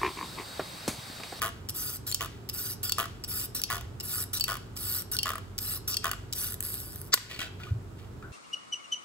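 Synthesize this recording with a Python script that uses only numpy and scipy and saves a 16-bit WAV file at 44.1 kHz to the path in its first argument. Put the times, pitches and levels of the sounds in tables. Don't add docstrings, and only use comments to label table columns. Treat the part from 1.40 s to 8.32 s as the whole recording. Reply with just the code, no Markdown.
import sys
import numpy as np
from scipy import signal
from scipy.fft import rfft, irfft, next_fast_len
from scipy.io import wavfile
from scipy.ndimage import uniform_filter1d

SR = 44100
rng = np.random.default_rng(int(sys.argv[2]) if len(sys.argv) > 2 else 0)


def store_pcm(level_fs):
    pcm = np.round(np.clip(level_fs, -1, 1) * 32767).astype(np.int16)
    wavfile.write(sys.argv[1], SR, np.atleast_2d(pcm).T)


N = 305172
TIME = np.arange(N) / SR


def amp(db):
    return 10 ** (np.asarray(db) / 20)


def unit(x):
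    return x / np.sqrt(np.mean(x ** 2) + 1e-20)


def read(points, hz):
    f, value = np.transpose(points)
    return np.interp(np.log(hz + 1), np.log(f + 1), value)


def add(mix, s, sound):
    part = mix[max(round(s * SR), 0):][:len(sound)]
    part += sound[:len(part)]


def colour(x, spectrum, size=2048):
    log_gain = np.log(amp(read(spectrum, abs(np.fft.fftfreq(size, 1 / SR)))))
    taps = np.fft.ifft(np.exp(np.conj(signal.hilbert(log_gain)))).real[:size // 2]
    return signal.oaconvolve(x, taps / np.linalg.norm(taps))[:len(x)]


def drift(rate):
    hz = np.fft.rfftfreq(N, 1 / SR)
    return unit(irfft(rfft(rng.standard_normal(N)) * np.exp(-(hz / rate) ** 2), N))


def resonate(x, hz, width_hz):
    turn = np.exp(2j * np.pi * np.cumsum(hz) / SR)
    r = np.exp(-np.pi * width_hz / SR)
    return unit((turn * signal.lfilter([1 - r], [1, -r], x / turn)).real)


def grit(per_s, spread_db):
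    size = amp(spread_db * np.minimum(rng.exponential(1, N), 4))
    return unit(size * rng.choice([-1, 1], N) * (rng.random(N) < per_s / SR))


def pings(per_s, ring_s, glide, size=560, count=14000):
    where, pitch, bend, keep = rng.random((count, 4)).T
    live = keep < per_s * N / SR / count
    t = np.arange(size) / SR
    hz = (2000 + 14000 * pitch[live, None]) * (1 + glide * (bend[live, None] - .5) * t / t[-1])
    waves = t * np.exp(-t / ring_s) * np.sin((2 * np.pi * hz * t).astype(np.float32))
    at = (where[live, None] * N).astype(int) + np.arange(size)
    return unit(np.bincount(at.ravel(), waves.ravel(), N)[:N])


def contacts(times, levels_db, rise, decay, size=1024):
    out, t = np.zeros(N), np.arange(size) / SR
    shape = (1 - np.exp(-t / rise)) * np.exp(-t / decay)
    for s, db in zip(times, levels_db):
        burst = shape * rng.standard_normal(size)
        add(out, s, amp(db) * unit(burst) * np.sqrt(SR * decay / size))
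    return out


def ringing(times, levels_db, modes, scatter_db, detune, rise, tilt_db=0, wander=0, size=6144):
    out, t = np.zeros(N), np.arange(size) / SR
    hz, mode_db, t60 = np.transpose(modes)[:, :, None]
    grip = rng.random(hz.shape)
    for s, db in zip(times, levels_db):
        strength, shift, phase = rng.standard_normal((len(modes), 3)).T[:, :, None]
        tilt = tilt_db * (s * SR / N - .5) * np.log2(hz / hz.mean())
        weight = amp(mode_db + scatter_db * strength + tilt)
        pitch = hz * (1 + detune * shift + wander * np.sin(2 * s + 2 * np.pi * grip))
        waves = np.sin(2 * np.pi * (pitch * t + phase)) * np.exp(-np.log(1000) * t / t60)
        blow = (weight * waves).sum(0) / np.linalg.norm(weight)
        add(out, s, amp(db) * blow * (1 - np.exp(-t / rise)))
    return out


# frequency in Hz, likeness from 0 to 1.
LIKENESS = [(60, 0.83), (150, 0.83), (300, 0.74), (700, 0.08), (3000, 0), (4500, 0.06), (6300, 0.1),
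            (7500, 1), (9500, 0.98), (14000, 0.7)]
# frequency in Hz, left's phase lead in radians.
PORT_LEAD = [(1000, .1), (2100, .9), (2700, 2.6), (3400, 2.3), (4000, 1.2), (4700, 1.6), (5500, 2.6),
             (7500, .1), (8400, -1), (9500, -3.1), (11300, -6.3), (13200, -9.4), (14700, -12.5),
             (16000, -13.6)]


def diffuse(a, b, hz):
    same = np.clip(read(LIKENESS, hz), 0, 1)
    left = a * np.exp(1j * read(PORT_LEAD, hz))
    return np.array([left, same * a + np.sqrt(1 - same ** 2) * b])


# frequency in Hz, relative level in dB.
AIR_SPECTRUM = [(15, -63), (24, -33), (40, -14.5), (100, -5), (170, -14), (250, -15.5), (310, -17.5),
                (400, -15), (520, -25), (800, -26.5), (1300, -28), (2000, -37), (5700, -43.5), (12000, -48),
                (16000, -53)]
# frequency in Hz, relative level in dB.
HUM_TONES = [(47.3, -56), (71, -60), (94.6, -51.5), (118, -56), (172, -67)]


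def background(air_db=-46.0, hum_db=-.5, waver=0.5):
    hz = np.fft.rfftfreq(N, 1 / SR)
    pair = diffuse(*rfft(rng.standard_normal((2, N))), hz)
    air = irfft(pair * amp(read(AIR_SPECTRUM, hz)), N)
    hum = np.zeros(N)
    for f, db in HUM_TONES:
        strength = amp(db + hum_db) * np.sqrt(2) * (1 + waver * drift(rate=4.5))
        hum += strength * np.sin(2 * np.pi * f * TIME + 0.53 * drift(rate=1.2))
    return (amp(air_db) * unit(air) + hum) * amp([[-.7], [.7]])


def reflections(t60s, delay, size=32768):
    hz, t, z = signal.stft(rng.standard_normal((2, size)), SR, nperseg=128)
    decay = np.exp(-np.log(1000) * t / read(t60s, hz)[:, None])
    tail = signal.istft(z * decay, SR, nperseg=128)[1]
    tail[:, :round(delay * SR)] = 0
    return tail / np.linalg.norm(tail, axis=1, keepdims=True)


# frequency in Hz, left over right in dB.
PORT_BALANCE = [(300, 3.5), (1200, 2), (3000, -0.5), (5200, 3), (7000, 0)]
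# frequency in Hz, relative level in dB.
NEAR_SPECTRUM = [(200, -20), (600, -3.5), (1400, 0), (2100, -2), (3000, -6), (4600, -3), (7500, -5),
                 (14000, -7.5)]
# frequency in Hz, time to fall 60 dB in seconds.
SHOP_T60 = [(300, 0.06), (1500, 0.5), (5000, 0.45), (10000, 0.31), (15000, 0.081)]


def space(x, near_db=-1, shop_db=-14):
    size = next_fast_len(N + SR)
    hz = np.fft.rfftfreq(size, 1 / SR)
    direct = np.array([np.exp(1j * read(PORT_LEAD, hz)), np.ones(len(hz))])
    near_tail = reflections([(1000, .028)], delay=.0006)
    near = amp(near_db + read(NEAR_SPECTRUM, hz)) * rfft(near_tail, size)
    shop = amp(shop_db) * rfft(reflections(SHOP_T60, delay=0.0091), size)
    balance = amp(np.outer([.5, -.5], read(PORT_BALANCE, hz)))
    return irfft(rfft(x, size) * (direct + diffuse(*(near + shop), hz)) * balance, size)[:, :N]


# centre in seconds, level in dB, pitch in Hz, half-length in seconds.
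HAND_BUMPS = [(2.439, -36.5, 71.5, 0.024), (6.322, -18, 99, 0.007), (6.361, -29.5, 114, 0.015)]


def bumps():
    out = np.zeros(N)
    for s, db, hz, width in HAND_BUMPS:
        t = TIME - s
        out -= amp(db) * np.exp(-(t / width) ** 2 / 2) * np.sin(2 * np.pi * hz * t)
    return out


# start in seconds, length in seconds,
# rub level in dB, ring of the sheet in dB.
SHEET_SCUFFS = [(5.765, 0.22, -48.5, -62), (5.885, 0.15, -43, -59), (5.985, 0.11, -40, -42),
                (6.183, 0.17, -54, -54), (6.563, 0.14, -59.5, -80), (6.816, 0.084, -73, -51)]
# start in seconds,
# tick level in dB, ring level in dB, ring pitch in Hz.
OFFCUT_TAPS = [(5.775, -24, -31, 986), (5.912, -32, -29.5, 1900), (5.943, -51, -29, 4430),
               (5.991, -26.5, -31, 2210), (6.003, -32, -23.5, 3230), (6.015, -26.5, -30, 1970),
               (6.027, -32, -23, 2620), (6.2, -49, -40, 1320), (6.234, -45, -34.5, 2460),
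               (6.268, -51, -37, 1240), (6.287, -54, -45, 2910), (6.825, -55.5, -35, 1344)]
# frequency in Hz, relative level in dB, time to fall 60 dB in seconds.
SHEET_MODES = [(434, -9.5, 0.051), (677, -7.5, 0.12), (780, -10.5, 0.043), (942, -18, 0.05),
               (1055, -10.5, 0.039), (1157, -6.5, 0.05), (1240, -4, 0.022), (1395, 5, 0.032),
               (1526, 0, 0.094), (1600, -5.5, 0.034), (1890, -15, 0.031), (2090, -16, 0.023),
               (2510, -12, 0.013)]
# frequency in Hz, relative level in dB.
RUB_SPECTRUM = [(300, 0), (800, -5.5), (1400, -0.5), (2800, 6), (4500, -1), (8000, -10), (15000, -13)]


def handling(rub_db=3, sheet_db=2, tap_t60=0.038, peak_share=0.17):
    rub, shake = np.zeros((2, N))
    for start, length, db, ring_db in SHEET_SCUFFS:
        press = np.interp(TIME, start + length * np.array([0, peak_share, 1]), [0, 1, 0])
        rub += amp(db + rub_db) * press
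        shake += amp(ring_db + sheet_db) * press
    grains = grit(per_s=900, spread_db=0.5)
    sheet = np.trim_zeros(ringing([0], [0], SHEET_MODES, scatter_db=2.5, detune=0.016, rise=0.00063))
    s, ticks, _, _ = np.transpose(OFFCUT_TAPS)
    out = colour(rub * grains + contacts(s, ticks, rise=0.00026, decay=0.0027), RUB_SPECTRUM)
    out += signal.oaconvolve(shake * grains, sheet / np.linalg.norm(sheet))[:N]
    for at, _, db, hz in OFFCUT_TAPS:
        modes = [(hz, 0, tap_t60), (hz * 1.2, -6, tap_t60), (hz * 1.8, -10, tap_t60 / 2)]
        out += ringing([at], [db], modes, scatter_db=-0.5, detune=0.0025, rise=0.0013)
    return out


# start in seconds, basic gap between slips in seconds,
# number of slips, share by which the last one comes later, crack level in dB, ring of the sheet in dB.
JUDDER_PUSHES = [(0.018, 0.0082, 9, 0.091, -19, -31.5), (0.8078, 0.0089, 6, 0.14, -20.5, -35),
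                 (1.5832, 0.0082, 8, 0.26, -19.5, -31.5), (2.3015, 0.0083, 9, 0.18, -19.5, -32.5),
                 (3.081, 0.0092, 9, 0.19, -20.5, -33.5), (3.8569, 0.011, 9, 0.41, -19.5, -31),
                 (4.643, 0.012, 5, 0.013, -18.5, -29)]
# start in seconds, crack level in dB, ring level in dB.
LATE_JOLTS = [(2.41, -32.5, -57), (4.714, -18, -38), (4.7325, -30, -40)]


def slips(uneven_db=1.5, crack_fade_db=12, shake_fade_db=9.5):
    rows = []
    for start, gap, count, slowing, crack_db, ring_db in JUDDER_PUSHES:
        k = np.arange(round(count))
        spent = k / k[-1]
        chance = uneven_db * rng.standard_normal(len(k))
        times = start + gap * k * (1 + slowing * spent ** 3)
        cracks = crack_db + chance - crack_fade_db * spent
        rings = ring_db + chance / 2 - shake_fade_db * spent
        rows += zip(times, cracks, rings)
    return rows + LATE_JOLTS


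def knocks(times, levels_db, hz=1200, swell_s=0.00094, overtone_db=-5, size=1024):
    out, t = np.zeros(N), np.arange(size) / SR
    swell = t / swell_s * np.exp(1 - t / swell_s)
    for s, db in zip(times, levels_db):
        low, high = 2 * np.pi * hz * (1 + 0.076 * rng.standard_normal(2))
        cycles = np.sin(low * t) + amp(overtone_db) * np.sin(1.354 * high * t)
        add(out, s, amp(db) * swell * cycles)
    return out


# frequency in Hz, relative level in dB.
CRACK_SPECTRUM = [(300, -7.5), (1200, -0.5), (2300, -2.5), (3000, 5.5), (4000, -3.5), (5400, -2),
                  (8800, -5.5), (10000, -2), (12200, -0.5), (14000, -12), (15700, 3)]


def judder(crack_db=1, ring_db=2.5, knock_db=7, drag_db=-23, lead_s=0.02, drag_s=0.082):
    s, cracks, rings = np.transpose(slips())
    drag, t = np.zeros(N), TIME[:SR // 2]
    for start, _, _, _, db, _ in JUDDER_PUSHES:
        add(drag, start - lead_s, amp(db + drag_db) * np.minimum(t / lead_s, 1) * np.exp(-t / drag_s))
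    crack = colour(contacts(s, cracks + crack_db, rise=.0008, decay=.001), CRACK_SPECTRUM)
    flex = knocks(s, rings + knock_db)
    scrape = colour(drag * grit(per_s=1700, spread_db=-0.5), RUB_SPECTRUM)
    shake = ringing(s, rings + ring_db, SHEET_MODES, scatter_db=2.5, detune=0.0039, rise=0.00071,
                    tilt_db=6.0, wander=0.031)
    return crack + flex + scrape + shake


# start in seconds, tick level in dB, ring of the snips in dB.
JAW_CLACKS = [(0.7147, -18, -45), (0.7236, -19, -21), (0.7455, -10.5, -18), (1.431, -27, -40),
              (1.495, -16.5, -23.5), (1.521, -12, -17.5), (2.2168, -18, -33), (2.237, -12.5, -18.5),
              (2.933, -31, -38), (2.972, -20, -40), (2.9982, -19, -35), (3.0089, -16, -17),
              (3.04, -12, -18.5), (3.767, -16.5, -26), (3.788, -17.5, -15), (3.8309, -14.5, -18.5),
              (4.5422, -20.5, -20), (4.5686, -14, -16.5)]
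# frequency in Hz, relative level in dB, time to fall 60 dB in seconds.
SNIPS_MODES = [(2730, -9.5, 0.022), (3160, -12.5, 0.037), (3710, -20.5, 0.02), (4445, 1.5, 0.02),
               (4540, -11, 0.084), (5170, 1, 0.015), (5740, -3, 0.011)]
# frequency in Hz, relative level in dB.
TICK_SPECTRUM = [(300, -37), (1500, -14), (2200, -13), (3000, -2), (4500, -1), (6500, -2.5), (7600, -1),
                 (9300, -4.5), (11800, 0), (13000, 0), (14000, -14), (15700, 5)]


def clacks(tick_db=1.5, ring_db=5, bite=0.37):
    s, ticks, rings = np.transpose(JAW_CLACKS)
    tick = colour(contacts(s, ticks + tick_db, rise=0.00027, decay=0.00063), TICK_SPECTRUM)
    rings = rings + bite * (rings - rings.max())
    return tick + ringing(s, rings + ring_db, SNIPS_MODES, scatter_db=3.5, detune=.012,
                          rise=0.00066, wander=0.01)


# start in seconds, tick level in dB, grind level in dB.
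JAW_BITES = [(0.2874, -26, -34.5), (1.0894, -23.5, -35.5), (1.838, -29.5, -34.5), (2.5998, -30, -35),
             (3.3655, -33, -36), (4.18, -20, -36), (4.926, -21.5, -33.5)]
# frequency in Hz, relative level in dB.
GRIND_SPECTRUM = [(500, -21), (1500, -10.5), (2100, -14.5), (2800, 1), (3500, -10.5), (4600, -1.5),
                  (5300, 13.5), (6200, -8), (8000, 0), (11000, -19)]


def bites(tick_db=1, grind_db=3, rebound_s=0.0068, rebound_db=1):
    rebounds = [(s + rebound_s, tick + rebound_db, grind + rebound_db) for s, tick, grind in JAW_BITES]
    s, ticks, grinds = np.transpose(JAW_BITES + rebounds)
    tick = colour(contacts(s, ticks + tick_db, rise=0.0015, decay=0.00095), TICK_SPECTRUM)
    return tick + colour(contacts(s, grinds + grind_db, rise=0.0052, decay=0.0018), GRIND_SPECTRUM)


# start in seconds, level in dB.
DRY_TICKS = [(0.2945, -24), (0.3035, -28), (2.757, -25), (2.839, -28), (3.621, -29), (5.107, -27.5),
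             (5.122, -26), (5.132, -32), (5.142, -24), (5.2055, -19), (5.226, -26), (5.2367, -29),
             (5.25, -26.5), (5.341, -27), (5.401, -30), (5.5593, -31), (5.6152, -28.5)]
# frequency in Hz, relative level in dB.
HISS_SPECTRUM = [(300, -17), (1000, -21), (1500, -7), (2100, -18.5), (3000, -15.5), (4600, -13),
                 (7000, -12), (8500, -3.5), (9200, -8.5), (10600, -2.5), (13000, 1.5), (14200, -2.5),
                 (15700, -6)]


def dry_ticks(tick_db=3):
    s, db = np.transpose(DRY_TICKS)
    return colour(contacts(s, db + tick_db, rise=0.0005, decay=0.00046), HISS_SPECTRUM)


# frequency in Hz, relative level in dB.
TEAR_SPECTRUM = [(300, -20), (900, -16), (1450, 2.5), (2400, -7), (3800, 0.5), (4500, 6), (5600, 3),
                 (6700, -4.5), (7700, 2), (8800, -25), (15000, -21)]
# frequency in Hz, relative level in dB.
SNAP_SPECTRUM = [(150, -20), (400, 0.5), (650, -10.5), (1500, -2.5), (2400, -5), (4500, -4), (6500, -10),
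                 (8500, 1), (10800, -3.5), (13000, 4.5), (15700, -9)]


def snap(s=5.7408, tear_db=-11.0, tear_s=0.019, growth=0.0059, fall=0.0025, break_db=-6.0):
    t = TIME - s
    onset = (1 + np.tanh((t + tear_s) / .0015)) / 2
    swell = np.exp(-np.maximum(-t, 0) / growth - np.maximum(t, 0) / fall) * onset
    tear = amp(tear_db) * swell * grit(per_s=18000, spread_db=-1.0)
    slam = contacts([s], [break_db], rise=.0001, decay=.0028)
    return colour(tear, TEAR_SPECTRUM) + colour(slam, SNAP_SPECTRUM)


def stroke(length, attack, release):
    t = np.arange(0, length + .05, 1 / SR)
    return t, np.minimum(t / attack, 1) * np.exp(-np.maximum(t - length, 0) / release)


# start in seconds, length in seconds, hiss level in dB,
# share of the stroke (0 to 1) at the hardest squeeze, easing in dB one stroke length away from it,
# centre of the squeal in Hz.
CLOSING_CUTS = [(0.337, 0.23, -34.5, 0.38, 11.5, 13600), (1.125, 0.21, -33.5, 0.4, 12.5, 13500),
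                (1.872, 0.18, -32.5, 0.71, 8, 11300), (2.621, 0.21, -31, 0.75, 18.5, 11700),
                (3.355, 0.25, -31, 0.68, 18.5, 10900), (4.195, 0.18, -33, 0.56, 14, 11970),
                (4.938, 0.21, -32, 0.4, 28, 11200), (5.225, 0.46, -36.5, 0.06, 20.5, 11550)]
# start in seconds, length in seconds, hiss level in dB, centre of the squeal in Hz.
RUBBING_OPENINGS = [(0.665, 0.041, -29.5, 13100), (1.429, 0.067, -29, 13300), (2.146, 0.053, -28.5, 13900),
                    (2.93, 0.053, -28.5, 12100), (3.714, 0.043, -30, 12100), (4.475, 0.076, -27, 12160)]
CUT_ATTACK_S, CUT_RELEASE_S = 0.016, 0.0086
GRIND_DB, GRIND_GROWTH_DB = -9, 2.5
CHATTER_HZ, CHATTER_PER_S = 125, 1.3
OPEN_ATTACK_S, OPEN_RELEASE_S, OPEN_FADE_DB_PER_S, OPEN_GRIND_DB = 0.0033, 0.0046, 221, -11.5


def effort(unsteady=0.1534, roundness=1.48):
    hiss, grind = np.zeros((2, N))
    slip = np.cos(2 * np.pi * np.cumsum(CHATTER_HZ * (1 + unsteady * drift(rate=40))) / SR)
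    for start, length, db, hardest, easing_db, _ in CLOSING_CUTS:
        t, gate = stroke(length, CUT_ATTACK_S, CUT_RELEASE_S)
        chatter = 1 + np.minimum(CHATTER_PER_S * t, 1) * np.interp(start + t, TIME, slip)
        force = gate * chatter * amp(db - easing_db * abs(t / length - hardest) ** roundness)
        add(hiss, start, force)
        add(grind, start, force * amp(GRIND_DB + GRIND_GROWTH_DB * (t / length - 1.5)))
    for start, length, db, _ in RUBBING_OPENINGS:
        t, gate = stroke(length, OPEN_ATTACK_S, OPEN_RELEASE_S)
        add(hiss, start, gate * amp(db - OPEN_FADE_DB_PER_S * t))
        add(grind, start, gate * amp(db + OPEN_GRIND_DB))
    return hiss, grind


# central frequency in Hz, relative level in dB, width in Hz (doubled in the second pass).
RASP_RESONANCES = [(1385, -7, 180), (3450, -7.5, 320), (4466, -2, 170), (5550, 0.5, 310), (7960, -0.5, 520)]


def rasping(stroke_index, travel, glide_per_s=0.21, spread=0.12, wobble=0.033, patchy_db=4.0):
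    out = np.zeros(N)
    for hz, db, width in RASP_RESONANCES:
        seat = spread * rng.uniform(-0.84, 1, stroke_index.max() + 1)[stroke_index]
        pitch = hz * (1 + seat + glide_per_s * travel + wobble * drift(rate=24))
        flare = amp(db + patchy_db * drift(rate=35))
        once = resonate(grit(per_s=2500, spread_db=4), pitch, width)
        out += flare * resonate(once, pitch, 2 * width)
    return unit(out)


def shearing(hiss_db=-2, squeal_db=-8, grind_db=-6, rasp_db=0, flutter_db=1, crunch_db=2.5,
             comb=0.1, lag_s=0.001143, shorten=0.63):
    hiss, grind = effort()
    starts, hz = np.transpose(sorted((row[0], row[-1]) for row in CLOSING_CUTS + RUBBING_OPENINGS))
    current = np.maximum(np.searchsorted(starts, TIME) - 1, 0)
    travel = TIME - starts[current]
    pitch = hz[current] * (1 + 0.071 * drift(rate=11.5))
    squeal = resonate(grit(per_s=3900, spread_db=11.0), pitch, width_hz=630)
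    squeal = resonate(squeal, pitch, width_hz=700)
    friction = grit(per_s=5500, spread_db=3.5) + .8 * pings(per_s=1900, ring_s=.003, glide=.02)
    echo = np.interp(TIME - lag_s * np.exp(-shorten * travel), TIME, friction)
    friction = unit(friction + comb * echo)
    fizz = colour(friction, HISS_SPECTRUM)
    body = colour(friction, GRIND_SPECTRUM) * amp(crunch_db * drift(rate=45))
    sound = hiss * (amp(hiss_db) * fizz + amp(squeal_db) * squeal)
    sound += grind * (amp(grind_db) * body + amp(rasp_db) * rasping(current, travel))
    return sound * amp(flutter_db * drift(rate=26))


def scene():
    work = bites() + shearing() + clacks() + judder() + dry_ticks() + snap() + handling()
    return space(work) + bumps() + background()


def record(dry, threshold_db=-22, slope=0.71, recovery_db=35, cutoff_hz=15850):
    power_db = 10 * np.log10(abs(uniform_filter1d((dry ** 2).mean(0), size=400)) + 1e-12)
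    fall = TIME * recovery_db
    held_db = np.maximum.accumulate(power_db + fall) - fall
    over_db = np.maximum(held_db - threshold_db, 0)
    r = np.exp(-1 / (0.0061 * SR))
    ducked = dry / amp(slope * signal.lfilter([1 - r], [1, -r], over_db))
    rounded = .85 * np.tanh(ducked / .85)
    low_pass = signal.firwin(401, cutoff_hz, window=("kaiser", 8), fs=SR)
    return signal.oaconvolve(rounded, low_pass[None], "same")


dry = scene()
out = record(dry)
store_pcm(out)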